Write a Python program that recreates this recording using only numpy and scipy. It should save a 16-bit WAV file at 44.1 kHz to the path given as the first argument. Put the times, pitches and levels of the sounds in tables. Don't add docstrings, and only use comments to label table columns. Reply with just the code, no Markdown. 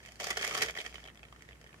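import sys
import numpy as np
from scipy import signal
from scipy.io import wavfile

SR = 44100
rng = np.random.default_rng(int(sys.argv[2]) if len(sys.argv) > 2 else 0)


def waveform_to_disk(signal):
    frames = np.transpose(np.atleast_2d(signal))
    scaled = np.clip(frames, -1, 1) * 32767
    samples = np.round(scaled).astype(np.int16)
    wavfile.write(sys.argv[1], SR, samples)


def convert_level_to_amplitude(level_db):
    exponent = np.asarray(level_db, float) / 20
    return 10 ** exponent


N = 79380


def rms_one(x):
    return x / np.sqrt(np.mean(x ** 2) + 1e-20)


def at_hz(points, hz):
    table_hz, value = np.transpose(points)
    return np.interp(np.log(hz), np.log(table_hz), value)


def drift(rate_hz):
    r = np.exp(-2 * np.pi * rate_hz / SR)
    wander = signal.lfilter([1], [1, -2 * r, r * r], rng.standard_normal(N + SR))
    return rms_one(wander[SR:])


def butter_sos(order, hz, kind, x):
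    return signal.sosfilt(signal.butter(order, hz, kind, fs=SR, output="sos"), x)


HUM_HZ, HUM_WIDTH_HZ, HUM_DB, HUM_STEADY_DB = 59.5, 7.9, -63.5, -60


def hum():
    phase = 2 * np.pi * HUM_HZ * np.arange(N) / SR
    waver = drift(HUM_WIDTH_HZ) * np.sin(phase) + drift(HUM_WIDTH_HZ) * np.cos(phase)
    return convert_level_to_amplitude(HUM_STEADY_DB) * np.sqrt(2) * np.sin(phase) + convert_level_to_amplitude(HUM_DB) * waver


AIR_DB, AIR_PATCHY_DB = -59.5, 0.5
# f/Hz, level/dB per Hz
AIR_SPECTRUM = [(41, -30), (70, 2), (272, -10), (1030, -19), (1850, -17.5), (3650, -28.5), (8810, -29.5),
                (13800, -40), (15500, -50)]
# f/Hz, likeness/0-1
AIR_LIKENESS = [(60, 0.83), (240, 0.89), (950, 0.23), (3770, -0.1), (15000, -0.0)]


def air():
    edges = 92 * 2 ** np.arange(0, 7.6, .5)
    together = drift(6.1)
    white = rng.standard_normal((2, 2, N))
    out = 0
    for k, (low, high) in enumerate(zip(edges, edges[1:])):
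        mid, side = butter_sos(2, [low, high], "band", white[k % 2])
        hz = np.sqrt(low * high)
        alike = np.clip(at_hz(AIR_LIKENESS, hz), -1, 1)
        level_db = at_hz(AIR_SPECTRUM, hz) + AIR_PATCHY_DB * (0.26 * together + drift(5.0))
        stereo = np.sqrt(1 + alike) * mid + np.sqrt(1 - alike) * side * [[1], [-1]]
        out = out + convert_level_to_amplitude(level_db) * stereo
    return convert_level_to_amplitude(AIR_DB) * rms_one(out)


ROOM_DB, ROOM_T60_S, WALL_CUT_HZ, FIRST_ECHO_S = -8.5, .07, 14000, .001


def room(x):
    t = np.arange(SR // 4) / SR
    echoes = rng.standard_normal((2, len(t))) * convert_level_to_amplitude(-60 * t / ROOM_T60_S) * (t > FIRST_ECHO_S)
    echoes = signal.lfilter(*signal.butter(1, WALL_CUT_HZ, fs=SR), echoes)
    echoes = echoes / np.sqrt(np.sum(echoes ** 2) / 2)
    return convert_level_to_amplitude(ROOM_DB) * signal.fftconvolve(x, echoes, axes=1)[:, :N]


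# t/s, level/dB
MOTION = [(0, -62.5), (.06, -55), (.185, -66.5), (.21, -42.5), (.30, -40), (.355, -46.5), (.44, -38),
          (.52, -40), (.63, -34.5), (.70, -49), (.73, -54.5), (.79, -44), (.9, -54.5), (1.0, -57),
          (1.13, -85), (1.5, -68.5), (1.59, -79.5), (1.8, -64.5)]
PUFF_DB, PUFF_LOW_HZ, PUFF_HIGH_HZ = -20, 106, 253


def puff():
    flutter = butter_sos(2, [PUFF_LOW_HZ, PUFF_HIGH_HZ], "band", rng.standard_normal(N))
    motion_db = np.interp(np.arange(N) / SR, *np.transpose(MOTION))
    return convert_level_to_amplitude(PUFF_DB + motion_db) * rms_one(flutter)


BRIGHT_FROM_HZ, HOLLOW_UNDER_HZ, DEEP_UNDER_HZ, BOX_LOW_HZ = 3900, 900, 550, 340
PORT_LAG_S, LAG_SCATTER_S = .00016, .000085
FAVOUR_OCTAVES, MODE_SCATTER_DB = .2, 2.5
# f/Hz, level/dB, t60/s, left over right level/dB
BOX_MODES = [(460, -11, 0.035, 3), (655, -10, 0.026, 2.5), (860, -14, 0.012, 1.5), (1250, -9, 0.012, 2.5),
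             (1870, -1.5, 0.013, -4.5), (2208, -1.5, 0.01, -4), (2500, 1.5, 0.007, -3),
             (3200, 2.5, 0.0092, -1), (4780, -2.5, 0.0055, -1.5), (5800, -1.5, 0.004, -1.5),
             (6830, -1.5, 0.003, 0.6), (8920, -7, 0.0035, -1.5), (11150, -9, 0.002, 1.5),
             (13100, -8, 0.002, 1.5)]
BOX_TUNINGS = [.95, .985, 1.015, 1.05]
# t/s, deep over shallow level/dB
DEPTH = [
    (0.15, -7),
    (.33, -7),
    (.37, 3),
    (.45, -3),
    (.58, -1.5),
    (.63, 8),
    (.72, -3),
    (1.8, 1.5),
]


def clicks_at(samples, size):
    i = samples.astype(int)
    late = samples - i
    return np.bincount(i, size * (1 - late), N) + np.bincount(i + 1, size * late, N)


def strike(s, db, bright_db, hollow_db, favoured_hz, favour_db, box):
    out, n = np.zeros((2, N)), len(s)
    depth_db = np.interp(s, *np.transpose(DEPTH))
    for hz, level_db, t60, pan_db in BOX_MODES:
        tint_db = bright_db * (hz > BRIGHT_FROM_HZ) + hollow_db * (hz < HOLLOW_UNDER_HZ)
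        tint_db = tint_db + depth_db * ((hz < DEEP_UNDER_HZ) - (hz < HOLLOW_UNDER_HZ) / 2)
        nearness = np.exp(-(np.log2(hz / favoured_hz) / FAVOUR_OCTAVES) ** 2)
        tint_db = tint_db + (favour_db - level_db) * nearness
        scatter_db = MODE_SCATTER_DB * rng.standard_normal(n)
        size = convert_level_to_amplitude(db + level_db + tint_db + scatter_db) * rng.choice([-1, 1], n)
        lag_s = PORT_LAG_S + LAG_SCATTER_S * rng.standard_normal(n)
        at = np.clip(np.array([s + lag_s, s]) * SR, 0, N - 2)
        soft = signal.butter(2, min(2 * hz, 20000), fs=SR)
        r = convert_level_to_amplitude(-60 / (t60 * SR))
        pan = convert_level_to_amplitude(np.array([[pan_db], [-pan_db]]) / 2)
        for k, tuning in enumerate(BOX_TUNINGS):
            w = 2 * np.pi * hz * tuning / SR
            own = size * (box == k)
            blows = signal.lfilter(*soft, [clicks_at(port, own) for port in at])
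            out += pan * signal.lfilter([0, np.sin(w)], [1, -2 * r * np.cos(w), r * r], blows)
    return butter_sos(4, BOX_LOW_HZ, "high", out)


GRAIN_SPREAD, BRIGHT_PER_DB, RUSTLE_BRIGHT_DB, RUSTLE_HOLLOW_DB = 2.04, -0.1, 2.5, 1.5
RUSTLE_FAVOUR_DB = 5


def rustle():
    s = np.sort(rng.uniform(0, N / SR, 6000))
    i = (s * SR).astype(int)
    clump_db = 3.3 * drift(160)[i]
    db = GRAIN_SPREAD * np.minimum(rng.exponential(1, len(s)), 5) + clump_db
    motion_s, motion_db = np.transpose(MOTION)
    below_peak_db = np.interp(s, motion_s, motion_db) - np.max(motion_db)
    bright_db = RUSTLE_BRIGHT_DB + BRIGHT_PER_DB * below_peak_db
    favoured_hz = 2000 * 2 ** (drift(8.6)[i] / 2)
    box = rng.integers(0, len(BOX_TUNINGS), len(s))
    grains = strike(s, db, bright_db, RUSTLE_HOLLOW_DB, favoured_hz, RUSTLE_FAVOUR_DB, box)
    return convert_level_to_amplitude(np.interp(np.arange(N) / SR, motion_s, motion_db)) * rms_one(grains)


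def flat(*touches):
    return [a.ravel() for a in np.broadcast_arrays(*touches)]


TAP_DB, TAP_GAP_MS, TAP_LOSS_DB = -17, .8, 2.5
TAP_FAVOUR_DB, TAP_BRIGHT_DB, TAP_HOLLOW_DB = 10, -5, -4
# t/s, level/dB, ring f/Hz
TAPS = [(0.0034, -40, 1790), (0.0501, -34, 2260), (0.0652, -49, 2300), (0.074, -42, 2260),
        (0.1157, -56, 2760), (0.1264, -57, 1980), (0.2516, -32.9, 1710), (0.3283, -32, 1900),
        (0.3347, -33.8, 2050), (0.3597, -29, 1740), (0.495, -36, 1820), (0.5233, -31, 1760),
        (0.552, -31, 1920), (0.6887, -31, 1700), (0.6971, -22.5, 1990), (0.723, -47, 2300),
        (0.8134, -35, 1960), (0.857, -32, 2340), (0.8989, -55, 2060), (0.9498, -45, 1950),
        (0.9694, -46, 2340), (0.993, -46, 1990), (1.001, -41, 2370), (1.0122, -53, 1950),
        (1.0305, -38.5, 1730), (1.0601, -33, 1830), (1.0842, -34, 1950), (1.094, -40, 3010),
        (1.1003, -39, 1940), (1.1135, -51, 1950), (1.1555, -38, 2030), (1.1846, -64, 2240),
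        (1.1928, -41, 1910), (1.2026, -49, 1920), (1.2378, -40, 1880), (1.255, -48, 1800),
        (1.276, -56, 1700), (1.307, -58, 1700), (1.3486, -48, 1880), (1.3665, -51.8, 1830),
        (1.3744, -57.0, 900), (1.3877, -62, 1890), (1.414, -57, 3090), (1.4427, -51, 1750),
        (1.4502, -47, 1780), (1.457, -57.4, 2220), (1.479, -46.5, 1820), (1.521, -41.5, 2600),
        (1.556, -46, 2170), (1.568, -58.8, 2230), (1.5814, -68, 2120), (1.628, -48, 2400),
        (1.664, -42, 1810), (1.6919, -42, 1850), (1.7063, -47, 1910), (1.7426, -36.5, 1820),
        (1.761, -57.2, 1970), (1.7772, -64, 1070)]


def taps():
    s, db, hz = np.transpose(TAPS)[:, :, None]
    k = np.arange(3)
    uneven = rng.uniform(.6, 1.4, (len(TAPS), 3))
    box = rng.integers(0, len(BOX_TUNINGS), (len(TAPS), 1))
    touch_s = s + k * uneven * TAP_GAP_MS / 1000
    touch_db = db + TAP_DB - TAP_LOSS_DB * k
    return flat(touch_s, touch_db, TAP_BRIGHT_DB, TAP_HOLLOW_DB, hz, TAP_FAVOUR_DB, box)


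KNOCK_DB, FAVOUR_DB, TOUCHES = -15.5, 9, 14
CHATTER_MS, CHATTER_MS_PER_DB, USUAL_DB = 6.0, 0.29, -30
FULL_CONTACT = .33
TOUCH_SCATTER_DB, SWELL_DB, FADE_DB = 2, 12, 11
# t/s, peak level/dB, brightness/dB, hollow thump/dB, favoured ring f/Hz
FLIPS = [(0.1989, -28, 5.5, 4, 1970), (0.2068, -33, 9, 10.5, 2460), (0.22, -39, 12.5, 0, 660),
         (0.2397, -25, 9.5, 2.5, 1165), (0.2677, -24, 7, 9, 1960), (0.3021, -24, 9, -14, 1840),
         (0.3055, -22, 6, -2.5, 1840), (0.37, -21, 5.5, 4.5, 1800), (0.3914, -31, -5, -12, 3100),
         (0.4076, -37.5, -18, -22, 1870), (0.4218, -31, 12.5, -8, 3200), (0.4416, -28, 0, -13, 1750),
         (0.4464, -24.5, 7, -3, 1920), (0.4745, -25.5, 10.5, 8.5, 2180), (0.5103, -28, -11, -2, 1960),
         (0.547, -22.5, 5.5, -4, 1730), (0.5747, -23.5, 8.5, 2.5, 1730), (0.606, -26.5, -5, 1, 2200),
         (0.6196, -19.5, 11, -13, 2550), (0.6236, -19.5, 6, -0.5, 2060), (0.631, -25, 10.5, -1.5, 1880),
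         (0.645, -30, -11, 12, 1920), (0.6824, -25.5, -2, -1, 1790), (0.7079, -40, 14, 6, 2000)]
SWINGS = [(0.0601, -41, 9.5, -14, 2150), (0.0877, -38.5, 3, 3, 2000), (0.1206, -45.5, 13, 3, 2800),
          (0.157, -44.5, 9, -15, 2380), (0.7506, -33, -0.5, 2.5, 1968), (0.7645, -32.5, -2, 8, 1880),
          (0.7727, -30, 2.5, 2.5, 1900), (0.785, -26.5, -4, 2.5, 3160), (0.801, -29.5, -5, 1.5, 3160),
          (0.8488, -34, -12, 0, 1970), (0.861, -24.5, -0.5, -13, 1790), (0.9258, -40, -13, 3.5, 1970),
          (0.942, -35.5, 3.5, 4.5, 2150), (0.9551, -32.5, -6, -1, 3270), (0.9813, -39.5, -30, 6.5, 1970),
          (1.04, -40.5, 0.5, 3.5, 3200), (1.052, -37.5, -2.5, 9, 2940), (1.0745, -37.5, -1, 4, 3150)]
TICKS = [(1.147, -54, 10, -20, 1930), (1.174, -46, 5, 7, 3140), (1.2306, -39, -4.5, 3.5, 2520),
         (1.2513, -43, -6, 5.5, 2100), (1.2844, -43, -9, -5, 1560), (1.325, -38, -5, -14, 1320),
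         (1.3614, -42.5, -6, -3, 1870), (1.3937, -49, -20, -20, 2170), (1.4083, -47.5, -19, 5, 1850),
         (1.422, -44.5, 6.5, -3, 1870), (1.4886, -41.5, -0.5, 9.5, 1930), (1.509, -43.5, -9, -4, 2330),
         (1.5303, -45.5, -8, 6, 2540), (1.6141, -50, 8, 13, 1760), (1.6419, -46.5, 5, 10, 2040),
         (1.672, -46, 1, -3, 2460), (1.729, -44.5, -15, 2, 2460)]
MORE_FLIPS = [
    (0.233, -34.5, 8, -3, 2180),
    (0.2818, -34.5, 10, -5, 1850),
    (0.316, -32, -10, 9, 1190),
    (0.3988, -33.5, -21, -14, 1830),
    (0.4253, -25.5, -13, -19, 2220),
    (0.4676, -28.5, 0, -15, 2200),
    (0.5652, -29.5, -10, -11, 1780),
    (0.667, -42, -4, 18, 2020),
    (0.6924, -33, -3, 2.5, 1900),
    (0.74, -41.5, -15, -7, 1860),
]


def knocks():
    rows = list(FLIPS) + list(SWINGS) + list(TICKS) + list(MORE_FLIPS)
    s, db, bright_db, hollow_db, hz = np.transpose(rows)[:, :, None]
    k = np.arange(TOUCHES)
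    time_chance, level_chance = rng.uniform(-1.183, 1, (2, len(rows), TOUCHES))
    place = (k + (k > 0) * time_chance / 2) / TOUCHES
    shape_db = np.interp(place, [0, FULL_CONTACT, 1], [-SWELL_DB, 0, -FADE_DB])
    length_s = np.maximum(CHATTER_MS + CHATTER_MS_PER_DB * (db - USUAL_DB), 1) / 1000
    first_box = rng.integers(0, len(BOX_TUNINGS), (len(rows), 1))
    box = (first_box + k % 2) % len(BOX_TUNINGS)
    touch_db = db + KNOCK_DB + shape_db + TOUCH_SCATTER_DB * level_chance
    return flat(s + place * length_s - .0005, touch_db, bright_db, hollow_db, hz, FAVOUR_DB, box)


def scene():
    touches = [np.concatenate(pair) for pair in zip(knocks(), taps())]
    ladder = strike(*touches) + rustle()
    return hum() + air() + room(ladder) + puff() + ladder


def top_cut(x):
    return signal.sosfilt(signal.butter(12, 16330, fs=SR, output="sos"), x)


LOW_CUT_HZ, CUTOFF_HZ = 59, 15700


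def record(dry):
    x = butter_sos(2, LOW_CUT_HZ, "high", dry)
    x = signal.sosfilt(signal.ellip(8, .5, 60, CUTOFF_HZ, fs=SR, output="sos"), x)
    return top_cut(x)


dry = scene()
out = record(dry)
waveform_to_disk(out)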